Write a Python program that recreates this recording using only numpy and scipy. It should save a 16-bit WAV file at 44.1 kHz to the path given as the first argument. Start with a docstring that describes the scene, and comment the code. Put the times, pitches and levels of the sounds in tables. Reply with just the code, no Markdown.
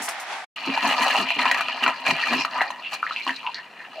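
"""A hand-cranked burr mill grinds coffee beans over a glass jar in a kitchen.
It is heard from across the room, with a bright rustle of grounds, then very close after a short silence.
Grit rasps between the burrs; beans crush and crack, ring the housing and spray splinters.
Fragments clink and scrape, the crank catches and thuds; the crunching thins as the beans run low."""
import sys
import numpy as np
from scipy import signal
from scipy.fft import rfft, irfft
from scipy.io import wavfile

SR = 44100
rng = np.random.default_rng(int(sys.argv[2]) if len(sys.argv) > 2 else 0)


def dump(signal):
    """Clip the signal to [-1, 1] and save it as 16-bit WAV at the path in sys.argv[1]."""
    limited = np.clip(np.atleast_2d(signal).T, -1, 1)
    pcm = np.round(limited * 32767).astype(np.int16)
    wavfile.write(sys.argv[1], SR, pcm)


N = 176400
TIME = np.arange(N) / SR
CLOSE_FROM_S, CUTOFF_HZ = 0.5596, 15750
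GRIT_PER_S, FINE_GRAINS_PER_S, FRAGMENT_Q = 2100, 12000, 12


def from_db(db):
    """Decibels to gain."""
    return 10 ** (np.asarray(db) / 20)


def in_time(rows):
    """Columns of a curve at every sample."""
    times, *columns = np.transpose(rows)
    return [np.interp(TIME, times, column) for column in columns]


def coloured(x, points):
    """Minimum-phase filter of unit energy with the given spectrum."""
    size = 4096
    hz, db = np.transpose(points)
    shape_db = np.interp(np.log(np.fft.rfftfreq(size, 1 / SR) + 1), np.log(hz), db)
    cepstrum = irfft(np.log(from_db(shape_db)))[:size // 2]
    cepstrum[1:] *= 2
    impulse = irfft(np.exp(rfft(cepstrum, size)))
    return signal.fftconvolve(x, impulse[None] / np.linalg.norm(impulse), axes=-1)[:, :N]


def resonate(x, hz, width_hz):
    """One resonance of unit energy with steepened skirts."""
    radius = np.exp(-np.pi * width_hz / SR)
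    peak = [1, 0, -1, 1, -2 * radius * np.cos(2 * np.pi * hz / SR), radius ** 2]
    octave_hz = [hz / np.sqrt(2), min(hz * np.sqrt(2), SR / 2 - 20)]
    sos = np.vstack([peak, signal.butter(2, octave_hz, "band", fs=SR, output="sos")])
    impulse = signal.sosfilt(sos, signal.unit_impulse(SR // 10))
    return signal.sosfilt(sos, x + 1e-18) / np.linalg.norm(impulse)


def grains(per_s, spread_db=3):
    """Random clicks, many small and a few large; rms 1."""
    hits = rng.random(N) < per_s / SR
    sizes = from_db(spread_db * np.minimum(rng.exponential(1, N), 3.5))
    clicks = hits * sizes * rng.choice([-1, 1], N)
    return clicks / clicks.std()


def contact(hz, scatter=1, stereo=1):
    """Strength of each click in each ear; the ears differ more in the treble."""
    width = min(stereo * 0.12 * hz / 1000, 1)
    mid, side = rng.standard_normal((2, N))
    return (1 + scatter * mid) / np.hypot(1, scatter) + width * side * [[1], [-1]]


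def bursts(rows, release_s, attack_s=0.0013):
    """Sum of attack, hold, release envelopes."""
    return sum(from_db(db) * np.clip((TIME - start_s) / attack_s, 0, 1)
               * np.exp(-np.maximum(TIME - start_s - hold_s, 0) / release_s)
               for start_s, hold_s, db in rows)


def swell(peak_s, half_width_s):
    """Bell-shaped rise and fall in power."""
    return np.exp(-np.minimum(((TIME - peak_s) / half_width_s) ** 2, 100))


def drift(rate_hz):
    """Smooth random wandering of spread 1."""
    slow = signal.sosfilt(signal.butter(2, rate_hz, fs=SR, output="sos"), rng.standard_normal(N + SR))
    return slow[SR:] / slow[SR:].std()


# Distant mill envelope: (time [s], level [dB])
FAR_LEVEL = [(0, -30), (.074, -36.5), (.083, -26.5), (.11, -32.5), (.26, -36), (.33, -29.5), (.445, -39),
             (.47, -120)]
# Distant mill spectrum: (frequency [Hz], level [dB])
FAR_SPECTRUM = [(50, -58), (210, -23.5), (509, -17.5), (738, -1), (1450, -7.5), (1900, -5.5),
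                (10700, -34.5), (15500, -61)]
def far_mill(grit):
    """Distant grinding, blurred by the room."""
    db, = in_time(FAR_LEVEL)
    side = signal.sosfilt(signal.butter(1, 3500, "high", fs=SR, output="sos"), rng.standard_normal(N))
    return from_db(db) * coloured(grit + side * [[1], [-1]], FAR_SPECTRUM)


# Crank catches: (time [s], hold [s], level [dB], pitch [Hz])
THUDS = [(0, 0.01, -43, 264), (0.665, 0.026, -32.5, 241), (0.823, 0.066, -41, 224),
         (0.997, 0.017, -38, 240), (1.179, 0.044, -36, 243), (1.356, .03, -43, 276),
         (1.817, 0.058, -41.5, 318), (2.079, 0.049, -39.5, 167), (2.294, 0.099, -39.5, 272),
         (3.261, 0.037, -45.5, 293)]
# Low mill resonances: (frequency [Hz], bandwidth [Hz], gain [dB])
LOW_MODES = [(154.3, 41, -13.5), (263.7, 16, -0.5), (318, 370, -4)]
def shudder(load, release_s=0.016, thud_width_hz=46, shake_db=3, rumble_db=-23.5):
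    """Each catch of the crank thuds; catches and grinding load keep the whole mill rumbling."""
    rub = grains(FINE_GRAINS_PER_S)
    catches, out = np.zeros(N), np.zeros((2, N))
    for start_s, hold_s, db, hz in THUDS:
        catch = bursts([(start_s, hold_s, db)], release_s)
        out += resonate(rub * catch, hz, thud_width_hz)
        catches += catch
    shake = np.hypot(from_db(shake_db) * catches, from_db(rumble_db) * load)
    for hz, width_hz, db in LOW_MODES:
        out += from_db(db) * resonate(rub * shake * contact(hz), hz, width_hz)
    return out


# Slides of grounds: (time [s], hold [s], level [dB])
RUSTLES = [(.018, 0.043, -35), (.087, 0.0064, -34.5), (.198, 0.013, -41.5)]
# Rustle spectrum: (frequency [Hz], level [dB])
RUSTLE_SPECTRUM = [(2500, -40), (5500, 2), (10500, 0), (15500, -18)]
def rustle(grit):
    """Grounds slide in the glass jar."""
    hiss = coloured(grit * contact(hz=8040, stereo=0.75), RUSTLE_SPECTRUM)
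    return bursts(RUSTLES, release_s=0.021) * hiss


# Burr drag: (time [s], level [dB], treble offset [dB])
DRAG = [(.57, -40.5, 7), (.65, -31.5, 1.5), (.87, -28, 1), (1.19, -24.5, -8.5), (1.29, -35.5, 7.5),
        (1.76, -32.5, -0.5), (2.03, -36, -2), (2.2, -28.5, 1.5), (2.42, -31.5, 5.5), (2.48, -40.5, -3),
        (2.56, -28, -3.5), (2.79, -43, -2), (3.25, -43, 9), (3.7, -49, -0.5), (4, -46.5, 2)]
def burr_drag():
    """Bass and treble envelopes of grit dragging between the burrs."""
    db, treble_db = in_time(DRAG)
    return from_db([db, db + treble_db]) * (TIME > CLOSE_FROM_S)


# Housing and jar resonances: (frequency [Hz], bandwidth [Hz], gain [dB])
BODY_MODES = [(678, 31, -15.5), (772, 186, -7.5), (968, 85, -4), (1244, 79, -7.5), (1707, 66, -11),
              (1904, 130, -7.5), (2416, 43, -6), (2639, 120, -10), (2832, 180, -4.5), (4122, 117, -12.5),
              (4420, 410, -14.5)]
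def body_ring(grit, snaps, bass_load, treble_load, treble_from_hz=2150):
    """Grit and snaps ring the body; each mode wavers in level and pitch as contact points shift."""
    drift_hz, waver_db, pitch_share = 16.55, 3.5, 0.0099
    out = np.zeros((2, N))
    for hz, width_hz, db in BODY_MODES:
        load = treble_load if hz > treble_from_hz else bass_load
        waver = from_db(waver_db * np.clip(drift(drift_hz), -2, 2))
        waver /= np.sqrt(np.mean(waver ** 2))
        force = grit * load * waver * contact(hz) + snaps * contact(hz, scatter=0.17)
        ring = resonate(force, hz, width_hz)
        warped_s = TIME + drift(drift_hz) * pitch_share / (2 * np.pi * drift_hz)
        out += from_db(db) * np.array([np.interp(warped_s, TIME, ear) for ear in ring])
    return out


def splinters(drag, breaking, snaps, lowest_hz=5640, db_per_octave=-10.5):
    """Fine splinters spray from the beans, each ringing its own mix of high resonances."""
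    spray = np.hypot(from_db(-22.5) * breaking, from_db(-29) * drag)
    chips = (grains(per_s=800) * spray + from_db(-23.5) * snaps) * contact(lowest_hz)
    out = np.zeros((2, N))
    for hz in np.geomspace(lowest_hz, CUTOFF_HZ, 26):
        gain = from_db(db_per_octave * np.log2(hz / lowest_hz))
        out += gain * resonate(chips * rng.uniform(-1.01, 1, N), hz, width_hz=89)
    return out


# Room tone spectrum: (frequency [Hz], level [dB])
ROOM_SPECTRUM = [(70, -25), (170, -0.5), (1500, -3), (15000, -33)]
def room_tone(level_db=-53):
    """Faint, nearly mono hush behind the close mill."""
    noise = rng.standard_normal(N) + 0.06 * rng.standard_normal((2, N))
    return from_db(level_db) * coloured(noise, ROOM_SPECTRUM) * (TIME > CLOSE_FROM_S)


def clink(grit, start_s, db, hz, rise_cycles=1.37, chatter_db=-14.5):
    """A struck fragment rings for a few cycles, then chatters on at the same pitch."""
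    cycles = np.maximum(TIME - start_s, 0) * hz
    rise = np.minimum(cycles / rise_cycles, 100)
    ring = from_db(db) * rise * np.exp(1 - rise) * np.sin(2 * np.pi * cycles)
    chatter = grit * bursts([(start_s, 0, db + chatter_db)], release_s=0.023)
    return ring + resonate(chatter, hz, hz / FRAGMENT_Q)


# Bean cracks: (time [s], level [dB], pitch [Hz])
CRACKS = [(.775, -15, 897), (0.85, -14.5, 1005), (1.304, -13, 2610), (1.391, -12, 2060),
          (1.455, -9.5, 1000), (1.513, -7.5, 1880), (1.545, -11.5, 2430), (1.608, -13.5, 1280),
          (1.684, -14.5, 2550), (1.863, -10.5, 1240), (1.878, -11, 990), (2.065, -12.5, 2510),
          (2.449, -13, 1216), (2.615, -13, 770), (2.704, -20, 1010), (3.266, -19, 1060), (3.277, -16, 2930)]
def cracks(grit, snap_db=9.5, debris_db=-9.5):
    """Beans snap: force impulses, a debris envelope and the fragments' clinks."""
    snaps, debris, clinks = np.zeros((3, N))
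    for start_s, db, hz in CRACKS:
        snaps[int(start_s * SR)] += from_db(db + snap_db)
        debris += bursts([(start_s, 0, db + debris_db)], release_s=0.007)
        clinks += clink(grit, start_s, db, hz)
    return snaps, debris, clinks


# Bean crushes: (peak time [s], half width [s], level [dB], treble offset [dB])
CRUSHES = [(0.883, 0.039, -21.5, -1), (1.06, 0.071, -24.5, 2), (1.187, 0.026, -26, 5.5),
           (1.411, 0.014, -25.5, -3), (1.463, 0.043, -22, -7.5), (1.581, 0.026, -25.5, -4),
           (1.838, 0.01, -24, 1), (1.884, 0.015, -21.5, -10), (2.078, 0.017, -23.5, -0.5),
           (2.109, 0.0056, -19.5, -1.5), (2.277, 0.013, -29.5, 4.5), (2.338, 0.014, -17, -9),
           (2.609, 0.051, -31.5, -18), (2.938, 0.015, -30.5, 4.5), (3.304, 0.014, -31.5, -2.5)]
def crushes():
    """Bass and treble envelopes of beans crumbling in swells of grains."""
    power = np.zeros((2, N))
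    for peak_s, half_width_s, db, treble_db in CRUSHES:
        power += from_db([[db], [db + treble_db]]) ** 2 * swell(peak_s, half_width_s)
    return np.sqrt(power)


# Fragment scrapes: (peak time [s], half width [s], pitch [Hz], level [dB])
SCRAPES = [(2.238, 0.0068, 1895, -22.5), (2.41, 0.024, 5180, -36), (2.866, 0.018, 2670, -31),
           (3.133, 0.0085, 4000, -37.5), (3.205, 0.012, 2350, -32), (3.363, 0.006, 4030, -34),
           (3.473, 0.02, 952, -29.5), (3.575, 0.023, 1850, -34), (3.821, 0.04, 1810, -41.5),
           (3.985, 0.019, 662, -37)]
def scrapes(grit):
    """Fragments scrape along the burr, each at its own pitch."""
    out = np.zeros((2, N))
    for peak_s, half_width_s, hz, db in SCRAPES:
        friction = grit * np.sqrt(swell(peak_s, half_width_s)) * contact(hz)
        out += from_db(db) * resonate(friction, hz, hz / FRAGMENT_Q)
    return out


# Loose pieces: (time [s], level [dB], pitch [Hz])
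KNOCKS = [(2.608, -7.5, 1850), (3.029, -11, 1320), (3.066, -15, 1810), (3.109, -16, 1290),
          (3.162, -13.5, 2620), (3.293, -11, 1790), (3.466, -15, 2700), (3.545, -17, 4280)]
def knocks(grit):
    """Pieces of bean knock against the burr without breaking."""
    return sum(clink(grit, start_s, db, hz) for start_s, db, hz in KNOCKS)


def close_mill(pan_db=0.5):
    """Drag and breaking beans load the burrs and sound the mill, slightly to the left."""
    grit = grains(GRIT_PER_S)
    snaps, debris, clinks = cracks(grit)
    bass_drag, treble_drag = burr_drag()
    bass_breaking, treble_breaking = np.hypot(crushes(), debris)
    bass_load = np.hypot(bass_drag, bass_breaking)
    treble_load = np.hypot(treble_drag, treble_breaking)
    out = shudder(bass_load) + body_ring(grit, snaps, bass_load, treble_load)
    out += clinks + scrapes(grit) + knocks(grit)
    out += splinters(treble_drag, treble_breaking, snaps)
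    return out * from_db([[pan_db], [-pan_db]])


def kitchen_reverb(x, t60_s=0.093, predelay_s=0.003, level_db=-12):
    """Short diffuse tail, different in each ear."""
    t = TIME[:SR // 2]
    tail = rng.standard_normal((2, len(t))) * from_db(-60 * t / t60_s) * (t > predelay_s)
    tail /= np.linalg.norm(tail, axis=1, keepdims=True)
    return from_db(level_db) * signal.fftconvolve(x, tail, axes=-1)[:, :N]


def scene():
    """The far mill, a silence, then the close mill with its room."""
    mill = close_mill()
    hush = room_tone()
    fine_grit = grains(FINE_GRAINS_PER_S)
    return far_mill(fine_grit) + rustle(fine_grit) + mill + kitchen_reverb(mill) + hush


def record(dry):
    """Steep elliptic low-pass."""
    return signal.sosfilt(signal.ellip(10, .2, 80, CUTOFF_HZ, fs=SR, output="sos"), dry)


dry = scene()
out = record(dry)
dump(out)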